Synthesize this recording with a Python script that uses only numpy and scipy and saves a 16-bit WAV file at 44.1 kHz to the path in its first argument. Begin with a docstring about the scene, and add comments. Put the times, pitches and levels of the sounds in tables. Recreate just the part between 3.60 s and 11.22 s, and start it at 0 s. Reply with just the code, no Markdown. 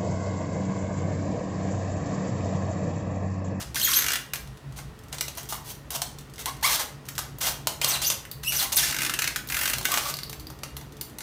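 """Hands press a diecast model into a stiff foam tray, in a small furnished room.
Rubs are filtered noise, squeaks gliding lines with harmonics, clicks cracks with short crackle.
Metal parts ring faintly as decaying sines; tray resonances, a microphone and reverberation colour it all.
Behind lie the fan-like hum, moving air and a thin line as shaped noise, a cloth rustle and one soft thud."""
import sys
import numpy as np
from scipy import signal
from scipy.fft import rfft, irfft, next_fast_len
from scipy.io import wavfile
from scipy.ndimage import map_coordinates

SR = 44100
rng = np.random.default_rng(int(sys.argv[2]) if len(sys.argv) > 2 else 0)


def gain_from_decibels(decibels):
    """Convert decibel values to linear amplitude factors."""
    exponent = np.asarray(decibels, float) / 20
    return 10 ** exponent


def wrap_up_sound(samples):
    """Save the sound to the file named by the first command line argument, as 16-bit audio."""
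    columns = np.atleast_2d(samples).T
    # keep every value between -1 and 1, then stretch to whole-number steps
    tamed = np.clip(columns, -1, 1)
    steps = np.round(tamed * 32767).astype(np.int16)
    wavfile.write(sys.argv[1], SR, steps)


N = 336042


def unit(x):
    """Normalisation: a signal divided by its root mean square has rms 1."""
    return x / np.sqrt(np.mean(x ** 2) + 1e-20)


def along(points, hz):
    """Interpolation of (f/Hz, value) points on a logarithmic frequency axis."""
    f, v = np.transpose(points)
    return np.interp(np.log(hz + 1), np.log(f + 1), v)


def wobble(rate, size=N):
    """Band-limited fluctuation: a smooth curve through random knots, rate of them a second."""
    knots = rng.standard_normal(int(size * rate / SR) + 4)
    return map_coordinates(knots, [np.arange(size) * rate / SR])


def filtered(x, response):
    """Linear filtering: the spectrum of x is multiplied by a response of frequency."""
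    m = next_fast_len(N + SR // 2)
    return irfft(rfft(x, m) * response(np.fft.rfftfreq(m, 1 / SR)), m)[:N]


def causal(db):
    """Minimum phase: folding the cepstrum of these gains forward makes the response causal."""
    cepstrum = irfft(np.log(gain_from_decibels(db)))
    cepstrum[1:len(db) - 1] *= 2
    cepstrum[len(db):] = 0
    return np.exp(rfft(cepstrum))


def noise(spectrum):
    """Spectral shaping: white noise takes on (f/Hz, density/dB) points, at rms 1."""
    points = [(10, -120)] + list(spectrum) + [(SR / 2, -120)]
    return unit(filtered(rng.standard_normal(N), lambda hz: gain_from_decibels(along(points, hz))))


def band(x, low_hz, high_hz):
    """Causal band-pass filtering, scaled so that white noise keeps its rms."""
    sos = signal.butter(2, [low_hz, high_hz], "bandpass", fs=SR, output="sos")
    return signal.sosfilt(sos, x) * np.sqrt(SR / 2 / (high_hz - low_hz))


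def stroke(rows, t, rise, fall):
    """Envelope of a contact: a table's columns at times t, with ramps of rise and fall seconds at its ends."""
    s, *columns = np.transpose(rows)
    edge = np.clip(np.minimum((t - s[0]) / rise, (s[-1] - t) / fall), 0, 1)
    return edge, [np.interp(t, s, c) for c in columns]


def foam(body, wall, middle, fizz):
    """Band-limited radiation: the tray body answers low, its walls above that, the foam cells at the top."""
    low = band(body, 606, 1250) + band(wall, 1364, 2780)
    return low + band(middle, 2870, 8240) + band(fizz, 9350, 21500)


def rubs():
    """Dry friction: random contacts make noise under each stroke, which starts and stops abruptly."""
    # strokes of metal on foam, one list each: t/s, relative level/dB standing for pressure
    rub_strokes = [
        [(0.0, -35), (0.026, -35.5), (0.04, -42)],
        [(0.145, -38), (0.161, -30), (0.169, -30), (0.227, -30.5), (0.23, -25)],
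        [(0.23, -29.5), (0.32, -27), (0.336, -32), (0.392, -27), (0.4, -28)],
        [(1.16, -46), (1.186, -42.5), (1.22, -55)],
        [(1.52, -53), (1.528, -44.5), (1.56, -41)],
        [(1.77, -40), (1.776, -40), (1.786, -35), (1.83, -54)],
        [(1.888, -39), (1.896, -33.5), (1.932, -37.5), (1.97, -44)],
        [(2.045, -47.5), (2.103, -35.5), (2.117, -38), (2.13, -50)],
        [(2.305, -39.5), (2.345, -35), (2.349, -32), (2.365, -27.5), (2.37, -42)],
        [(2.79, -35), (2.802, -38.5), (2.83, -42)],
        [(2.865, -36), (2.867, -47), (2.883, -35), (2.9, -38)],
        [(3.017, -74), (3.031, -25), (3.045, -27), (3.163, -24), (3.17, -29)],
        [(3.17, -35), (3.182, -44), (3.198, -27), (3.228, -30.5), (3.24, -41)],
        [(3.805, -41), (3.811, -25), (3.887, -26), (3.93, -37)],
        [(4.212, -39.5), (4.246, -34), (4.256, -33), (4.33, -29), (4.38, -30)],
        [(4.415, -35), (4.419, -24.5), (4.453, -28.5), (4.499, -39), (4.53, -24.5)],
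        [(4.83, -40), (4.834, -34), (4.884, -46), (4.92, -30)],
        [(4.92, -27.5), (4.96, -27), (4.964, -32.5), (5.038, -25), (5.06, -32)],
        [(5.12, -28), (5.128, -22.5), (5.142, -34), (5.15, -18)],
        [(5.162, -38), (5.17, -22), (5.314, -27), (5.32, -36)],
        [(5.88, -61), (5.894, -55), (5.9, -42.5), (6.104, -38), (6.12, -37)],
        [(6.27, -37.5), (6.384, -27.5), (6.408, -35.5), (6.5, -30), (6.52, -36)],
    ]
    # what each stroke excites, relative to its rub: tray body level/dB, wall level/dB, fizz level/dB
    seating = [(-7, -10, -15), (-16, -15, -4), (-29, -8.5, -4), (-11, -10, -8), (-1, -5, -6), (-6, -9, -8),
               (-15, -22, -3), (-12, -16, -3.5), (-7, -15, -5), (-12, -10, -6), (-1, -12, -15),
               (-12, -9.5, -5.5), (-8.5, -9, -6), (-10.5, -11, -6), (-7.5, -5.5, -14), (-15, -13.5, -8),
               (-14, -24, -11), (-15, -10, -3), (-14, -18, -5), (-19, -9, -12), (-9, -1, 5.5),
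               (-9.5, -11, -5.5)]
    t, levels = np.arange(N) / SR, np.zeros((4, N))
    for rows, (body_db, wall_db, fizz_db) in zip(rub_strokes, seating):
        edge, (db,) = stroke(rows, t, rise=0.00077, fall=0.0047)
        levels += edge * gain_from_decibels(db) * gain_from_decibels([[body_db], [wall_db], [0], [fizz_db]])
    # the contact catches and lets go at random, slowly and fast
    grip = unit(gain_from_decibels(1.3 * wobble(60) + 1.8 * wobble(500)))
    grains = rng.standard_normal((4, N))
    return foam(*(gain_from_decibels(-4.0) * levels * grip * grains))


def squeaks():
    """Stick-slip: gliding lines, each with its harmonics; roughness scatters, breaks up and dulls them."""
    # squeak lines, one list each: t/s, lowest f/Hz (a slip rate, or a strong overtone of another squeak),
    # relative level/dB, roughness (clipped to 0-1)
    squeak_lines = [
        [(.155, 2900, -35, .6), (.168, 1500, -33, .6), (.18, 2300, -35, .7)],
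        [(.214, 2950, -20, 0.6), (.222, 3640, -42, 0.74), (.232, 4240, -17.5, 0.4), (.245, 3430, -32, 0.3),
         (0.263, 3320, -25, 0.4)],
        [(.262, 2770, -24, 0.7), (.28, 1500, -37.5, 0.67), (.292, 1065, -28, 0.16), (.31, 1038, -43, 0.1),
         (.33, 1230, -36, 0.5)],
        [(.245, 6800, -20, .4), (.27, 6640, -33, .6), (.305, 6700, -32, .5)],
        [(.178, 5200, -40, 0.6), (.21, 4300, -34, .8)],
        [(.3, 5940, -39, 0.5), (.318, 5780, -33, 0.54), (.33, 6330, -28, 0.6)],
        [(.328, 2325, -26.5, 0.38), (.345, 4510, -23.5, 0.38), (0.351, 5900, -26, 0.44), (.36, 6250, -24, 0.3),
         (.385, 6150, -26, .3), (.405, 6280, -29, 0.3)],
        [(.362, 6300, -30, 0.4), (.373, 6660, -31, .3), (.4, 6830, -33, .4)],
        [(1.925, 903, -43, 0.83), (1.96, 1050, -33.5, 0.86)],
        [(2.865, 983, -35.5, 0.64), (2.895, 1098, -40, 0.7)],
        [(3.026, 811, -28, 0.7), (3.036, 911, -32.5, 0.4), (3.05, 1109, -20, 0.1), (3.062, 1226, -28.5, 0.4),
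         (3.085, 1151, -36, 0.65), (3.115, 752, -32, 1)],
        [(3.028, 4330, -35, .4), (3.05, 4550, -27, 0.2), (3.062, 5230, -30, 0.2), (3.08, 5300, -31, 0.2)],
        [(3.06, 3950, -28, .3), (3.09, 3920, -33, .5)],
        [(3.12, 4200, -41, 0.6), (3.14, 4320, -42, 0.76), (3.165, 4350, -28, 0.4)],
        [(3.195, 1013, -34, 0.6), (3.21, 798, -36, 0.7), (3.232, 850, -51, 0.5)],
        [(4.216, 2200, -30, .6), (4.228, 3100, -28, .5), (4.247, 3400, -28, .5)],
        [(4.275, 3210, -24, 0.67), (4.287, 6220, -29, 0.84), (4.296, 8300, -21, 0.9), (4.305, 10100, -34, .7)],
        [(4.29, 6300, -31, .8), (4.31, 5800, -31, .8), (4.33, 4500, -28, .8), (4.345, 4000, -29, .8),
         (4.365, 2300, -31, .9)],
        [(4.425, 2200, -31, .8), (4.445, 3900, -30, .9), (4.46, 6000, -27, .9), (4.475, 6400, -26, .9),
         (4.492, 6400, -27, .9), (4.505, 4000, -28, .7)],
        [(4.845, 2650, -38, .3), (4.862, 2600, -34, .3), (4.878, 2820, -30, .35), (4.897, 2900, -28, .35),
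         (4.915, 2700, -35, .5)],
        [(4.963, 6000, -26, .5), (4.98, 5500, -28, .5), (4.995, 4700, -28, .8), (5.015, 2600, -30, .9)],
        [(5.03, 1500, -44, 0.9), (5.048, 1048, -36, 0.9), (5.075, 1100, -43, 0.7)],
        [(5.158, 10500, -19, 0.28), (5.17, 6500, -19.5, 0.13), (5.181, 3700, -24, 0.33),
         (5.193, 3500, -27, 0.26), (5.21, 2550, -32, 0.7)],
        [(4.92, 2560, -32, 0.7), (4.935, 2215, -49, 1.1), (4.96, 3460, -43, 0.5)],
        [(5.225, 1500, -40, 0.54), (5.245, 1900, -18, 0.3)],
        [(6.31, 1160, -34, 0.86), (6.36, 1160, -37, 1.1)],
        [(6.455, 1194, -30, 0.7), (6.5, 1184, -43, 1)],
    ]
    out = np.zeros(N)
    for rows in squeak_lines:
        at, size = round(rows[0][0] * SR), round((rows[-1][0] - rows[0][0]) * SR)
        t = (at + np.arange(size)) / SR
        edge, (lowest, db, rough) = stroke(rows, t, rise=0.0011, fall=0.0058)
        rough = np.clip(rough, 0, 1)
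        scatter = 0.04 * wobble(200, size=size) + 0.06 * wobble(1500, size=size)
        lowest = lowest * (1 + rough * scatter)
        phase = 2 * np.pi * np.cumsum(lowest) / SR
        stack = np.zeros(size)
        for k in range(1, 9):
            # harmonics fall off per octave, and each wavers by itself
            gain_db = -(3.0 + 6.5 * rough) * np.log2(k) + 2.55 * wobble(114, size=size)
            below_limit = k * lowest < 16000
            stack += gain_from_decibels(gain_db) * below_limit * np.sin(k * phase + k * k)
        breaking_up_db = 4 * rough * wobble(300, size=size)
        out[at:at + size] += edge * gain_from_decibels(db + breaking_up_db) * stack
    return out


def slips():
    """Ratcheting: the model catches along the tray wall, slip by slip, and every slip excites it alike."""
    # t/s, relative level/dB
    slip_rows = [(0.3664, -16.5), (0.3884, -19), (0.4071, -18), (0.4214, -16), (0.441, -16),
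                 (0.4635, -15.5), (0.4836, -13.5), (0.504, -17), (0.518, -15), (0.5337, -13.5),
                 (0.5562, -16), (5.3248, -19.5), (5.3444, -19), (5.3643, -19), (5.3864, -17), (5.4061, -19),
                 (5.4185, -15.5), (5.4324, -17), (5.4487, -15.5), (5.4632, -17), (5.4953, -15),
                 (5.5373, -15), (5.5894, -13), (5.62, -13.5), (5.6417, -15.5), (5.6748, -13),
                 (5.7598, -14.5), (5.8998, -20), (5.9221, -19), (5.9444, -16.5), (5.9673, -16), (5.99, -17),
                 (6.0114, -16), (6.0332, -18), (6.0556, -14), (6.0761, -16), (6.098, -17), (6.1338, -12.5)]
    # every slip, relative to its level: knock level/dB, wall level/dB, fizz level/dB
    slip_mix = (-18, -2.5, -8)
    # crackle time constant in s, abruptness of its end (1 = plain decay), share of crack
    return [(*row, *slip_mix, 0.008, 1.43, 0.37) for row in slip_rows]


def settling():
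    """Stress relaxation: faint ticks of relaxing foam at random times and levels, in the rows of a tap."""
    per_s, lowest_db, range_db = 5, -43, 8
    draws = rng.random((per_s * N // SR, 2))
    return [(N / SR * u, lowest_db + range_db * v, -18, -14, -8) for u, v in draws]


def taps():
    """Impact and release: taps, snaps and settling ticks, the harder the contact the shorter the crackle."""
    # t/s, relative level/dB, then relative to that: knock level/dB, wall level/dB, fizz level/dB
    tap_rows = [(0.0144, -25.5, -9, -12, -15), (0.1451, -21.5, -8.5, -17, -10),
                (0.1575, -18, -12, -22, -12), (0.1979, -15, -22, -16, -6), (0.3346, -12, -29, -10, -17),
                (0.735, -16, -13.5, -4, -4.5), (0.7464, -26.5, -9, -10, -10), (0.7572, -24, -21, -6, -5),
                (0.8735, -37, -20, -13, -29), (0.9724, -40, -18, -8, -17), (1.123, -41, -18, -14, -14),
                (1.1884, -32, 0, -2, -12), (1.5274, -20.5, -24, -10, -18), (1.5438, -28, -17, -14, -8),
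                (1.5836, -23, -13, -12, -19), (1.6091, -13.5, -11.5, -9, -5),
                (1.6811, -19.5, -10.5, -24, -12), (1.7509, -34, -9, -12, -5), (1.7739, -28.5, -2, -12, -1),
                (1.8307, -32, -17, -13, -4), (1.924, -21, -1.5, -18, -13), (2.305, -21.5, -35, -18, -4),
                (2.35, -21, -20, -20, -9), (2.3613, -28, -19, -24, -13), (2.418, -12, -12, -17, -10),
                (2.586, -31, -26, -14, -5), (2.737, -33.5, -20, -13, -13), (2.7807, -32, -20, -3.5, -12),
                (2.8578, -15.5, -12, -11, -4), (3.4535, -37, -21, -18, -10), (3.4645, -39.5, -20, -8, -6),
                (3.487, -22, -26, -7.5, -4), (3.5528, -31.5, -18, -16, -3), (3.5616, -36, -29, -6, -11),
                (3.5799, -15.5, -11, -7, -6), (3.5892, -14.5, -7, -27, -11), (3.785, -35.5, -3, -15, 5),
                (4.071, -9, -10, -11, -7), (4.2147, -13.5, -12.5, -13, -8), (4.245, -8, -12, -27, -9),
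                (4.5011, -8.5, -13.5, -16, -19), (4.652, -35.5, -17, 3.5, -2), (4.7135, -28.5, -34, -31, 2),
                (4.8355, -25, -19, -6, -7), (5.125, -16, -26, -19, -8), (5.707, -30, -18, 1, -8),
                (5.873, -34, -17, -27, 4), (5.888, -27, -24, -7, 0), (6.1835, -18.5, -10.5, -23, -4),
                (6.211, -24, -5, -18, -11), (6.2287, -27, -9, -24, -4), (6.2468, -27, -23, -5, 2),
                (6.2529, -9.5, -18, -1.5, -7), (6.2854, -23, 0.5, -11, -12), (6.318, -14.5, -17, -6, -2),
                (6.3398, -11, -16, 0.5, -9), (6.3739, -12, -5, -3, -17), (6.54, -26, -24, -20, -4),
                (6.5682, -29, -18, -13, -2), (6.5877, -26.5, -23, -3, -7), (6.6333, -31, -22, -25, 2),
                (6.6962, -26.5, -11, -17, -2), (6.7291, -26.5, -11, -4, -4), (6.797, -35.5, -10, -23, 0),
                (6.8703, -46, -24, -28, 8), (6.9012, -33.5, -2.5, -16, -2), (7.0338, -20.5, -7.5, -10, -12),
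                (7.1671, -24.5, -9, -14, -2.5), (7.212, -35.5, -2, -7, -9), (7.4117, -24.5, -14, -16, 3.5),
                (7.5852, -26.5, -10, -15, 0.5), (7.6061, -25.5, -18, -5, -14)]
    rows = []
    for row in list(tap_rows) + settling():
        # time constant in s: 0.0059 at -20 dB, losing 0.058 dB of length per dB of strength
        length = 0.0059 * gain_from_decibels(-0.058 * (row[1] + 20))
        rows.append((*row, length, 0.97, 1.06))
    return rows


def clicks():
    """Impulsive excitation: each slip or tap is a sharp crack and brief crackle that knock the tray."""
    cracks, t = np.zeros((4, N + SR)), np.arange(SR // 20) / SR
    for s, db, knock_db, wall_db, fizz_db, length, edge, crack in slips() + taps():
        crackle = np.exp(-(t / max(length, 0.001)) ** edge)
        sharp = crack * 0.77 * np.exp(-t / 0.00092)
        onset = 1 - np.exp(-t / 0.0002)
        burst = (crackle + sharp) * onset * rng.standard_normal((4, len(t)))
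        burst[:, SR // 4000] += crack * 3.4  # the moment of release is one clean spike
        gains = gain_from_decibels(db - 10.5 + np.array([[knock_db], [wall_db], [0], [fizz_db]]))
        cracks[:, round(s * SR):][:, :len(t)] += gains * burst
    return foam(*cracks[:, :N])


def ticks():
    """Modal ringing: a loose metal part sounds decaying sines, at new random strengths each time."""
    # t/s, relative level/dB
    tick_rows = [(4.7155, -33), (6.5405, -27.5), (6.5694, -36), (6.5894, -32), (6.6336, -29.5),
                 (6.6955, -39), (6.798, -43), (6.8696, -34), (7.4116, -31)]
    # modes of the metal: f/Hz, relative level/dB, time to decay by 60 dB t/s
    metal_modes = [(4000, -5, .012), (4450, 0, .02), (4750, -2, .016), (11700, -10, .012)]
    out, t = np.zeros(N + SR), np.arange(SR // 8) / SR
    for s, db in tick_rows:
        ring = np.zeros(len(t))
        strengths_db = rng.normal(0, 4, len(metal_modes))
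        for strength_db, (hz, level, t60) in zip(strengths_db, metal_modes):
            ring += gain_from_decibels(level + strength_db - 60 * t / t60) * np.sin(2 * np.pi * hz * t)
        out[round(s * SR):][:len(t)] += gain_from_decibels(db + 1.0) * ring
    return out[:N]


def tray_gain_db(hz):
    """Resonance: the tray's fixed modes add Lorentzian power peaks to a flat response."""
    # f/Hz, full width f/Hz, peak level/dB of each mode relative to the flat part
    tray_modes = [(1500, 260, 2), (2064, 48, 4), (2820, 24, 7.5), (3190, 67, -0.5), (5900, 110, 3),
                  (6430, 180, 0.5), (9330, 430, 1), (11300, 630, 1.5), (12400, 200, 3.5)]
    power = 1 + sum(gain_from_decibels(db) ** 2 / (1 + ((hz - c) / (w / 2)) ** 2) for c, w, db in tray_modes)
    return 10 * np.log10(power) - 2.5


def coloured(x):
    """Transfer function: the tray and the microphone act as one minimum-phase filter."""
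    # microphone: f/Hz, level/dB
    microphone = [(300, 8.5), (600, 5), (1500, 2), (4000, 2.5), (7000, 1), (9900, 4.5), (10450, 3.5),
                  (11000, 6), (15500, 9), (16200, -54)]
    return filtered(x, lambda hz: causal(tray_gain_db(hz) + along(microphone, hz)))


def room(x):
    """Reverberation: noise tails decay faster in the treble, a new one for each eighth of a second."""
    # f/Hz, time to decay by 60 dB t/s
    decay_times = [(300, 0.68), (800, 0.44), (2100, 0.39), (5500, 0.35), (14600, 0.29)]
    out, step = np.zeros(N + 2 * SR), SR // 8
    for at in range(0, N, step):
        hz, t, z = signal.stft(rng.standard_normal(SR // 2), SR, nperseg=256)
        decay = gain_from_decibels(-60 * t / along(decay_times, hz)[:, None])
        tail = signal.istft(z * decay, SR, nperseg=256)[1]
        wet = signal.fftconvolve(x[at:at + step], tail / np.linalg.norm(tail))
        out[at + 130:][:len(wet)] += wet  # the tail begins 3 ms late
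    return out[:N]


def low_hum():
    """Spectral shaping: rumble and drone of a fan-like hum, as noise under one level curve."""
    # low background noise over time: t/s, relative level/dB
    background_level = [(0.0, -41.5), (0.7, -49.5), (0.93, -42), (1.0, -55), (1.08, -39.5), (1.66, -48.5),
                        (3.16, -44), (3.18, -49), (3.56, -44.5), (6.11, -46.5), (6.18, -37), (6.26, -49.5),
                        (6.81, -44), (7.62, -50)]
    # both spectra: f/Hz, relative density level/dB per Hz
    rumble = [(25, -41), (36, -16), (47, -7.5), (65, -1), (90, -12.5), (115, -7), (130, -16)]
    drone = [(105, -15), (130, -3.5), (143, 6.5), (152, -13), (185, -10), (240, -23)]
    level = gain_from_decibels(np.interp(np.arange(N) / SR, *np.transpose(background_level)))
    return level * (gain_from_decibels(-2.5) * noise(rumble) + gain_from_decibels(-1.5) * noise(drone))


def cloth_rustle():
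    """Friction noise: a low rustle swells as hands move on the cloth."""
    # t/s, level/dB
    hand_level = [(0.0, -53.5), (0.3, -49), (0.74, -56), (3.14, -52.5), (3.22, -53.5), (4.24, -51.5),
                  (4.84, -56.5), (5.5, -44.5), (5.82, -52), (6.24, -46.5), (6.51, -53), (7.62, -51)]
    # f/Hz, relative density level/dB per Hz
    rustle_spectrum = [(150, -11), (190, -4), (260, 1.5), (350, -2), (470, -8.5), (600, -14)]
    return gain_from_decibels(np.interp(np.arange(N) / SR, *np.transpose(hand_level))) * noise(rustle_spectrum)


def thin_line():
    """Narrow-band noise: a line of small width is heard as a wavering tone."""
    # f/Hz, level/dB, half width at half amplitude f/Hz
    line_rows = [(433.4, -61.5, 5.7)]
    out = np.zeros(N)
    for hz, db, width in line_rows:
        line = filtered(rng.standard_normal(N), lambda f: 1 / (1 + ((f - hz) / width) ** 2))
        out += gain_from_decibels(db) * unit(line)
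    return out


def thud():
    """Gaussian pulse: one soft low note swells and dies symmetrically."""
    # one row: centre t/s, f/Hz, peak level/dB, full length at 1/e t/s
    thud_row = (6.86, 312, -47, .15)
    t = np.arange(N) / SR
    at, hz, db, length = thud_row
    return gain_from_decibels(db) * np.exp(-(2 * (t - at) / length) ** 2) * np.sin(2 * np.pi * hz * t)


def moving_air():
    """Broadband flow noise: moving air is a steady hiss whose level drifts slightly."""
    # f/Hz, relative density level/dB per Hz
    air_spectrum = [(280, -29), (480, -1.5), (1360, -3), (1440, -6), (1700, -8.5), (1880, -2), (2020, -9.5),
                    (2870, -11), (16000, -27)]
    return gain_from_decibels(-53.5 + 0.18 * wobble(0.9)) * noise(air_spectrum)


def scene():
    """Superposition: handling coloured by tray and microphone, its reverberation and the background add."""
    near = coloured(rubs() + squeaks() + clicks() + ticks())
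    background = low_hum() + cloth_rustle() + thin_line() + thud() + moving_air()
    return (near + gain_from_decibels(-4.0) * room(near) + background)[None]


def roll_off(x):
    """The treble ends steeply here."""
    return signal.sosfilt(signal.butter(12, 16980, fs=SR, output="sos"), x)


def record(dry):
    """Single-channel pickup: the finished mix is the one signal that is kept."""
    return roll_off(dry)


dry = scene()
out = record(dry)
wrap_up_sound(out)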